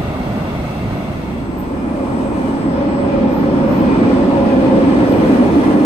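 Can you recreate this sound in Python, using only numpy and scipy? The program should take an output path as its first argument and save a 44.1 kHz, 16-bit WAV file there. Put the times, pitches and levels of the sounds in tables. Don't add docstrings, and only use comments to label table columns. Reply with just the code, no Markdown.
import sys
import numpy as np
from scipy import signal
from scipy.io import wavfile
from scipy.ndimage import uniform_filter1d

SR = 44100
rng = np.random.default_rng(int(sys.argv[2]) if len(sys.argv) > 2 else 0)


def waveform_to_disk(signal):
    frames = np.transpose(np.atleast_2d(signal))
    scaled = np.clip(frames, -1, 1) * 32767
    samples = np.round(scaled).astype(np.int16)
    wavfile.write(sys.argv[1], SR, samples)


N = 257984
SIZE, HOP = 2048, 512
HZ = np.fft.rfftfreq(SIZE, 1 / SR)
TIMES = np.arange(N // HOP + 3) * HOP / SR


def gain_of(db):
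    return 10 ** (np.asarray(db) / 20)


def evened(x):
    return x / np.sqrt(np.mean(x ** 2) + 1e-20)


def wander(t, top_hz):
    total = 0
    for f in np.geomspace(top_hz / 10, top_hz, 20):
        total = total + np.sin(2 * np.pi * (f * t + rng.random())) / np.sqrt(f)
    return evened(total)


def curves(table, t):
    s, *columns = np.transpose(table)
    return [np.interp(t, s, column) for column in columns]


def layer(shape_db, level_db):
    power = gain_of(2 * shape_db)
    return power / power.sum(0) * gain_of(2 * level_db)


RING_SWAY, RING_SWAY_HZ = 0.17, 24
RING_DRIFT = 0.009


def spectrum(points, rings=()):
    f, db = np.transpose(points)
    shape = np.interp(np.log(HZ + 1), np.log(f), db, left=-120, right=-120)[:, None]
    for hz, width, lift in rings:
        swaying_lift = lift * (1 + RING_SWAY * wander(TIMES, RING_SWAY_HZ))
        centre_hz = hz * (1 + RING_DRIFT * wander(TIMES, RING_SWAY_HZ / 2))
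        shape = shape + swaying_lift / (1 + (2 * (HZ[:, None] - centre_hz) / width) ** 2)
    return shape


def partly_alike(shared, own, like, turns):
    return like * shared * np.exp(2j * np.pi * turns) + np.sqrt(1 - like ** 2) * own


# f/Hz, likeness (0-1, clipped), right port's lead/turns, left minus right/dB
PORTS_TREBLE = [(1743, 0.79, -0.75, -1), (2250, 0.21, -0.45, 0.5), (2900, 0.11, -0.98, 0),
                (4800, .2, -0.82, 0), (5500, 0.33, -0.46, -1), (6170, 0.26, -0.03, -0.5),
                (7160, 0.38, .5, 0), (8400, .32, 0.99, -2), (9500, 0.36, 0.78, -9), (10100, .4, 1.07, 1)]
# f/Hz, likeness (0-1), right
# channel's lead/turns, left minus right/dB
IMAGE_TOP = [(10750, .8, 1.47, 0), (10950, 1, 1.5, 0), (11750, 1, 1.5, 0), (12050, .7, 1.56, 0),
             (12400, .5, 1.72, 0), (12900, .8, 1.95, 0), (13300, 1, 2, 0), (14100, 1, 2, 0),
             (14500, .65, 2.05, 0), (15000, .5, 2.42, 0), (15300, 1, 2.5, 0)]


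def in_stereo(power, bass_ports, patchy_db):
    like, turns, tilt_db = (c[:, None] for c in curves(bass_ports + PORTS_TREBLE + IMAGE_TOP, HZ))
    like = np.clip(like, 0, 1)
    a, b, c, d, patches = rng.standard_normal((len(TIMES), len(HZ), 5)).T
    patches = uniform_filter1d(patches, size=12, axis=0)
    patches = evened(uniform_filter1d(patches, size=5, axis=1))
    shared = a + 1j * b
    left = shared * gain_of(tilt_db / 2)
    right = partly_alike(shared, c + 1j * d, like, turns) / gain_of(tilt_db / 2)
    treble_share = np.clip(HZ[:, None] / 1500, 0, 1)
    z = np.array([left, right]) * np.sqrt(power) * gain_of(patchy_db * patches * treble_share)
    return 1.34 * signal.istft(z, nperseg=SIZE, noverlap=SIZE - HOP)[1][:, :N]


CROSS_START_S, CROSS_END_S = 0.73, 1.74


def crossfade_db(t, incoming):
    turn = np.pi / 2 * np.clip((t - CROSS_START_S) / (CROSS_END_S - CROSS_START_S), 0, 1)
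    return 20 * np.log10(np.maximum(np.sin(turn) if incoming else np.cos(turn), 1e-4))


# f/Hz, relative level/dB per Hz
DRONE = [(30, -14), (65, -3), (100, -4.5), (140, -1.5), (200, -1), (300, -6), (360, -10), (480, -13.5),
         (750, -13.5), (1000, -18.5), (1500, -24.5), (2500, -55)]
# t/s, level/dB, brightness/dB per octave
DRONE_LEVEL = [(0, -19.5, -0.5), (.14, -22, 1), (.3, -20, 0), (.48, -21.5, 1), (.62, -20.5, -0.5),
               (.76, -24, 0.5), (.86, -19.5, -1), (1.0, -23, 1), (1.15, -23.5, 0.5), (1.4, -24.5, 0.5)]
# f/Hz, relative level/dB per Hz
FAN_HISS = [(900, -16), (1600, -0.5), (2400, -1), (3100, -7.5), (4100, -8.5), (5500, -14.5), (7200, -18),
            (8400, -17), (10700, -26), (12300, -19), (13400, -23.5), (15000, -23.5)]
# f/Hz, width/Hz, mean lift/dB
FAN_RINGS = [(606, 50, 5), (690, 50, 3.5), (1260, 77, 3.5), (1980, 90, 5.5), (2170, 100, 9),
             (2630, 76, 4.5), (2740, 73, 8.5), (3350, 170, 6), (3600, 100, 3.5), (4100, 110, 3),
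             (11450, 150, 4.5)]
# f/Hz, likeness (0-1), right port's lead/turns, left minus right/dB
PORTS_FIRST = [(0, 0.93, 0.021, -1.5), (168, 0.98, 0.021, -1.5), (345, 0.95, 0.056, 0.5),
               (694, 0.62, 0.098, -1), (1030, 0.4, 0.17, -1), (1380, 0.16, 0.13, 3.5)]
FAN_HISS_DB, PATCHY_FIRST_DB = -37, 0.7


def standing_train():
    fade_db = crossfade_db(TIMES, False)
    drone_db, bright_db = curves(DRONE_LEVEL, TIMES)
    drone_shape = spectrum(DRONE, FAN_RINGS) + bright_db * np.log2(HZ[:, None] + 1)
    power = layer(drone_shape, drone_db + fade_db)
    power = power + layer(spectrum(FAN_HISS, FAN_RINGS), FAN_HISS_DB + fade_db)
    return in_stereo(power, PORTS_FIRST, PATCHY_FIRST_DB)


# t/s, rolling level/dB, rolling brightness/dB per octave, top air hiss level/dB,
# rumble level/dB, roar level/dB, roar brightness/dB per octave, wheel hiss level/dB
APPROACH = [(1.0, -25.5, -2, -61, -24, -34, 3, -48), (1.5, -24, 1, -59, -33, -34.5, 5, -44),
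            (2.0, -22, 2, -54, -32, -29.5, 4.5, -41), (2.5, -19, 0.5, -52, -27.5, -28, 1, -39),
            (2.8, -19.5, -0.5, -59.5, -30, -27.5, 2.5, -38), (3.2, -17, 0, -60.5, -29.5, -26.5, 2, -36.5),
            (3.6, -15.5, -2, -56, -32, -25, 1.7, -36), (4.05, -13, 1, -55, -28.5, -25.5, 5, -32.5),
            (4.401, -15, 0.5, -53.5, -27.5, -24, -0.5, -34), (4.8, -12.5, 2, -53, -26, -24.5, 0.5, -32.5),
            (5.35, -13.5, 4.5, -48.5, -26.5, -24.5, 3, -31.5),
            (5.85, -13, 2.5, -48.5, -26, -24, 1.5, -33.5)]
# f/Hz, relative level/dB per Hz
RUMBLE = [(18, -46.5), (30, -34), (50, 3), (90, 4), (130, 3), (200, -1.5), (400, -32.5)]
# f/Hz, relative level/dB per Hz
ROLLING = [(70, -25), (140, -9.5), (220, -1), (275, -1), (340, -4.5), (440, -12.5), (600, -17.5),
           (900, -36.5)]
# f/Hz, relative level/dB per Hz
ROAR = [(350, -8), (630, -5), (840, -6.5), (1050, -6.5), (1350, -12), (1550, -21.5), (2200, -27.5)]
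# f/Hz, relative level/dB per Hz
WHEEL_HISS = [(900, -14), (1600, 3.5), (2300, -7.5), (2800, -7.5), (4100, -13), (5500, -19.5),
              (7100, -26.5), (9000, -31)]
# f/Hz, relative level/dB per Hz
AIR = [(5000, -1), (7000, -2.5), (8400, -4), (10000, -3.5), (11400, -8), (13000, -10), (14000, -15.5),
       (15000, -20.5)]
# f/Hz, relative level/dB per Hz
BOOM = [(20, -21.5), (35, -9), (50, -2.5), (65, 0), (85, -25.5)]
# t/s, level/dB
BOOM_LEVEL = [(1.3, -38), (2.1, -34.5), (3.0, -40), (3.9, -32), (4.6, -37), (5.2, -47), (5.85, -42)]
# f/Hz, width/Hz, mean lift/dB
WHEEL_RINGS = [(200, 28, 1), (273.3, 9.2, 4.5), (624, 31, 2), (711, 71, 5), (829, 25, 11.5),
               (912, 16.2, 12), (1022, 41, 5), (2010, 63, 6), (2155, 62, 4.5), (2390, 190, 4.5),
               (2600, 150, 2), (2990, 140, 3.5), (3420, 160, 3), (4330, 150, 3), (8270, 400, 3.5),
               (13000, 150, 3)]
# f/Hz, likeness (0-1), right port's lead/turns, left minus right/dB
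PORTS_SECOND = [(0, 1, 0.039, -3.5), (168, 0.93, 0.029, -2.5), (340, 0.89, -0.095, -1.5),
                (716, 0.35, -0.13, 1), (1030, 0.49, -0.18, 2.5), (1310, 0.16, -0.16, 0)]
TREBLE_SWELL_DB, SWELL_TOP_HZ = 0.6, 25
PATCHY_SECOND_DB = 1


def nearing_train():
    (rolling_db, bright_db, air_db, rumble_db,
     roar_db, roar_bright_db, hiss_db) = curves(APPROACH, TIMES)
    boom_db, = curves(BOOM_LEVEL, TIMES)
    octaves = np.log2(HZ[:, None] + 1)
    gust_db = TREBLE_SWELL_DB * wander(TIMES, SWELL_TOP_HZ)
    power = layer(spectrum(RUMBLE), rumble_db)
    power = power + layer(spectrum(ROLLING, WHEEL_RINGS) + bright_db * octaves, rolling_db)
    power += layer(spectrum(ROAR, WHEEL_RINGS) + roar_bright_db * octaves, roar_db)
    power += layer(spectrum(WHEEL_HISS, WHEEL_RINGS), hiss_db + gust_db)
    power += layer(spectrum(BOOM), boom_db)
    power += layer(spectrum(AIR, WHEEL_RINGS), air_db + gust_db)
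    power *= gain_of(2 * crossfade_db(TIMES, True))
    return in_stereo(power + puffs(), PORTS_SECOND, PATCHY_SECOND_DB)


def sing(hz, db, width_hz, like, turns):
    a, b, c, d = rng.standard_normal((4, N))
    shared = a + 1j * b
    drive = np.array([shared, partly_alike(shared, c + 1j * d, like, turns)])
    r = np.exp(-np.pi * width_hz / SR)
    slow = signal.lfilter([1], [1, -r], drive)
    slow = signal.lfilter([1], [1, -r], slow)
    carrier = np.exp(2j * np.pi * np.cumsum(hz) / SR)
    return gain_of(db) * evened((slow * carrier).real)


# t/s, level/dB, f/Hz
RAIL_SONG = [(1.3, -45, 550), (1.7, -39, 552), (2.0, -27, 558), (2.35, -27, 554), (2.62, -35, 551),
             (2.78, -23, 540.5), (3.1, -22.5, 563), (3.28, -20, 541.3), (3.57, -25.5, 552),
             (3.68, -19, 542), (3.8, -22.5, 536.5), (4.051, -25.5, 534.6), (4.28, -18.5, 561),
             (4.552, -21, 528.8), (4.8, -18.5, 536), (4.95, -26, 523.4), (5.2, -17.5, 528.8),
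             (5.372, -26.5, 560.2), (5.85, -27, 525)]
# t/s, level/dB, f/Hz
TRACK_SONG = [(1.3, -31, 271), (1.8, -28, 269.6), (2.2, -25, 268), (2.7, -24.5, 274.2), (3.1, -26.5, 266.3),
              (3.6, -21.5, 267.8), (3.9, -22.5, 258), (4.3, -24, 267.8), (4.7, -19, 262),
              (4.85, -14.5, 267.6), (5.0, -19, 258.2), (5.12, -24, 298.2), (5.25, -17, 279.1),
              (5.4, -16, 262), (5.55, -21, 281.3), (5.7, -16.5, 290.5), (5.85, -27, 282)]
# t/s, level/dB
WHEEL_SONG = [(1.3, -68), (1.62, -53), (2.05, -45), (2.2, -54), (2.4, -45), (2.7, -50.5), (3.1, -45),
              (3.45, -55), (3.72, -38.5), (3.85, -40), (4.15, -44), (4.5, -46), (4.7, -41), (5.0, -43),
              (5.4, -45), (5.85, -47)]
RAIL_WAVER_HZ, RAIL_FLUTTER_DB, RAIL_WIDTH_HZ = 6, 1.2, 52
TRACK_WIDTH_HZ = 62
WHEEL_SONG_HZ, WHEEL_WAVER_HZ, WHEEL_FLUTTER_DB, WHEEL_WIDTH_HZ = 2425, 30, 2.5, 260


def songs():
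    t, coarse = np.arange(N) / SR, np.arange(0, N, 64) / SR
    waver, flutter, broken = (np.interp(t, coarse, wander(coarse, top_hz)) for top_hz in (12, 9, 20))
    rail_db, rail_hz = curves(RAIL_SONG, t)
    rail = sing(rail_hz + RAIL_WAVER_HZ * waver, rail_db + RAIL_FLUTTER_DB * broken,
                RAIL_WIDTH_HZ, like=0.63, turns=-0.097)
    track_db, track_hz = curves(TRACK_SONG, t)
    track = sing(track_hz, track_db, TRACK_WIDTH_HZ, like=1.0, turns=-0.078)
    wheel_db, = curves(WHEEL_SONG, t)
    wheels = sing(WHEEL_SONG_HZ + WHEEL_WAVER_HZ * waver, wheel_db + WHEEL_FLUTTER_DB * flutter,
                  WHEEL_WIDTH_HZ, like=0.27, turns=0.1)
    return gain_of(crossfade_db(t, True)) * (rail + wheels + track)


# t/s, left level/dB, right level/dB, right port's lead/turns
WHINE = [(1.25, -65, -57, 0.039), (1.75, -63, -60, .02), (1.95, -67, -58, -.35), (2.15, -58, -51, -.2),
         (2.45, -65, -54, -0.29), (2.621, -59, -50, 0.03), (2.72, -61, -55, -.05), (2.81, -63, -67, -.3),
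         (2.9, -60.5, -53, 0.02), (3.05, -61, -51, -0.29), (3.25, -60, -59, -0.41),
         (3.75, -63.5, -58, -.28), (4.1, -53, -51, -0.29), (4.25, -57, -58, -0.24), (4.5, -59, -54, -.46),
         (5.102, -67, -50, -0.26), (5.45, -63.5, -62, -0.27), (5.8, -59, -54, -0.39)]
SIDEBANDS_DB = [-20, -0.5, -15]
RIPPLE_MULTIPLES = (24, 24, 24, 24, 48, 48, 49, 50, 50, 50, 50, 50, 51, 51, 51, 52, 52, 52, 103, 128)
# peak level/dB, left minus right/dB, t of the peak/s, spread/s, right port's lead/turns
RIPPLE = [(-55, 0, 1.9, .35, 0), (-55, 0, 3.2, .4, 0), (-52.5, 0, 4.0, .35, 0), (-54, 0, 5.0, .5, .1),
          (-66, 2, 1.85, .35, .55), (-64, 3, 2.6, .35, .55), (-69, 2, 3.3, .4, .4), (-66.5, 0, 1.9, .42, 0),
          (-57.5, 0, 2.78, .24, .43), (-59, 1, 3.35, .35, .51), (-55.5, 1, 4.6, .85, .56),
          (-60, 0, 5.75, .2, .47), (-65, 0, 2.15, .2, .39), (-62.5, 4, 3.6, .7, .28), (-65, 2, 5.2, .8, .3),
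          (-60, 1, 2.82, .25, .3), (-62, 5, 3.65, .25, .05), (-64, 3, 5.1, .15, .38), (-72, 0, 2.5, 1, .3),
          (-77.5, 0, 3.2, 1, .07)]
WHINE_HZ, BUZZ_HZ = 8002, 101.03
WHINE_FLICKER_DB, RIPPLE_FLICKER_DB = 1.8, 3
LEAD_WAVER = 0.035


def whines():
    t = np.arange(0, N, 64) / SR
    left_db, right_db, whine_lead = curves(WHINE, t)
    whine_db = np.array([left_db, right_db])
    tracks = []
    for k, offset_db in zip((-3, 0, 3), SIDEBANDS_DB):
        tracks.append((WHINE_HZ + k * BUZZ_HZ, whine_db + offset_db, whine_lead, WHINE_FLICKER_DB))
    for k, (db, tilt_db, best, spread, lead) in zip(RIPPLE_MULTIPLES, RIPPLE):
        swell_db = db - 9 * ((t - best) / spread) ** 4
        both_db = swell_db + [[tilt_db / 2], [-tilt_db / 2]]
        tracks.append((k * BUZZ_HZ, both_db, lead, RIPPLE_FLICKER_DB))
    out, fine = np.zeros((2, N)), np.arange(N) / SR
    for hz, db, lead, flicker_db in tracks:
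        drift = 0.19 * wander(t, 11.0)
        for port in (0, 1):
            phase = drift + port * (lead + LEAD_WAVER * wander(t, 6))
            turns = hz * fine + np.interp(fine, t, phase)
            level = np.interp(fine, t, gain_of(db[port] + flicker_db * wander(t, 20)))
            out[port] += np.sqrt(2) * level * np.sin(2 * np.pi * turns)
    return out * np.clip((fine - 1.15) / 0.35, 0, 1)


# t/s, level/dB, rise/s, 60 dB decay/s, centre f/Hz, distance to 12 dB down/Hz
PUFFS = [(1.565, -51, 0.03, 0.41, 13900, 1500), (3.0, -62, .02, 0.45, 8700, 800),
         (3.265, -55, 0.09, 0.69, 13500, 1100), (3.645, -50.5, .06, 0.68, 13700, 1100),
         (5.04, -52, 0.096, 0.96, 13600, 910.8)]
# f/Hz, width/Hz, mean lift/dB
VALVE_RINGS = [(12700, 250, 7.5), (13400, 250, -1), (13900, 250, -1), (14350, 250, 1)]
PUFF_RISE_POWER, PUFF_SPUTTER_DB = 1.6, 3


def puffs():
    power = 0
    rings_db = spectrum([(1, 0), (SR, 0)], VALVE_RINGS)
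    for s, db, rise, t60, hz, width in PUFFS:
        t = TIMES - s
        rise_db = PUFF_RISE_POWER * 20 * np.log10(np.clip(t / rise, 1e-4, 1))
        decay_db = -60 * np.maximum(t - rise, 0) / t60
        sputter_db = PUFF_SPUTTER_DB * wander(TIMES, 25)
        band_db = rings_db - 12 * ((HZ[:, None] - hz) / width) ** 2
        power = power + layer(band_db, db + rise_db + decay_db + sputter_db)
    return power


def scene():
    return standing_train() + nearing_train() + songs() + whines()


EDGE_HZ = 15150


def record(dry):
    soft = 1.3 * np.tanh(dry / 1.3)
    padded = np.pad(soft, [(0, 0), (255, 255)], "reflect", reflect_type="odd")
    low_pass = signal.firwin(511, EDGE_HZ, window=("kaiser", 9), fs=SR)
    return signal.oaconvolve(padded, low_pass[None], "valid", axes=1)


dry = scene()
out = record(dry)
waveform_to_disk(out)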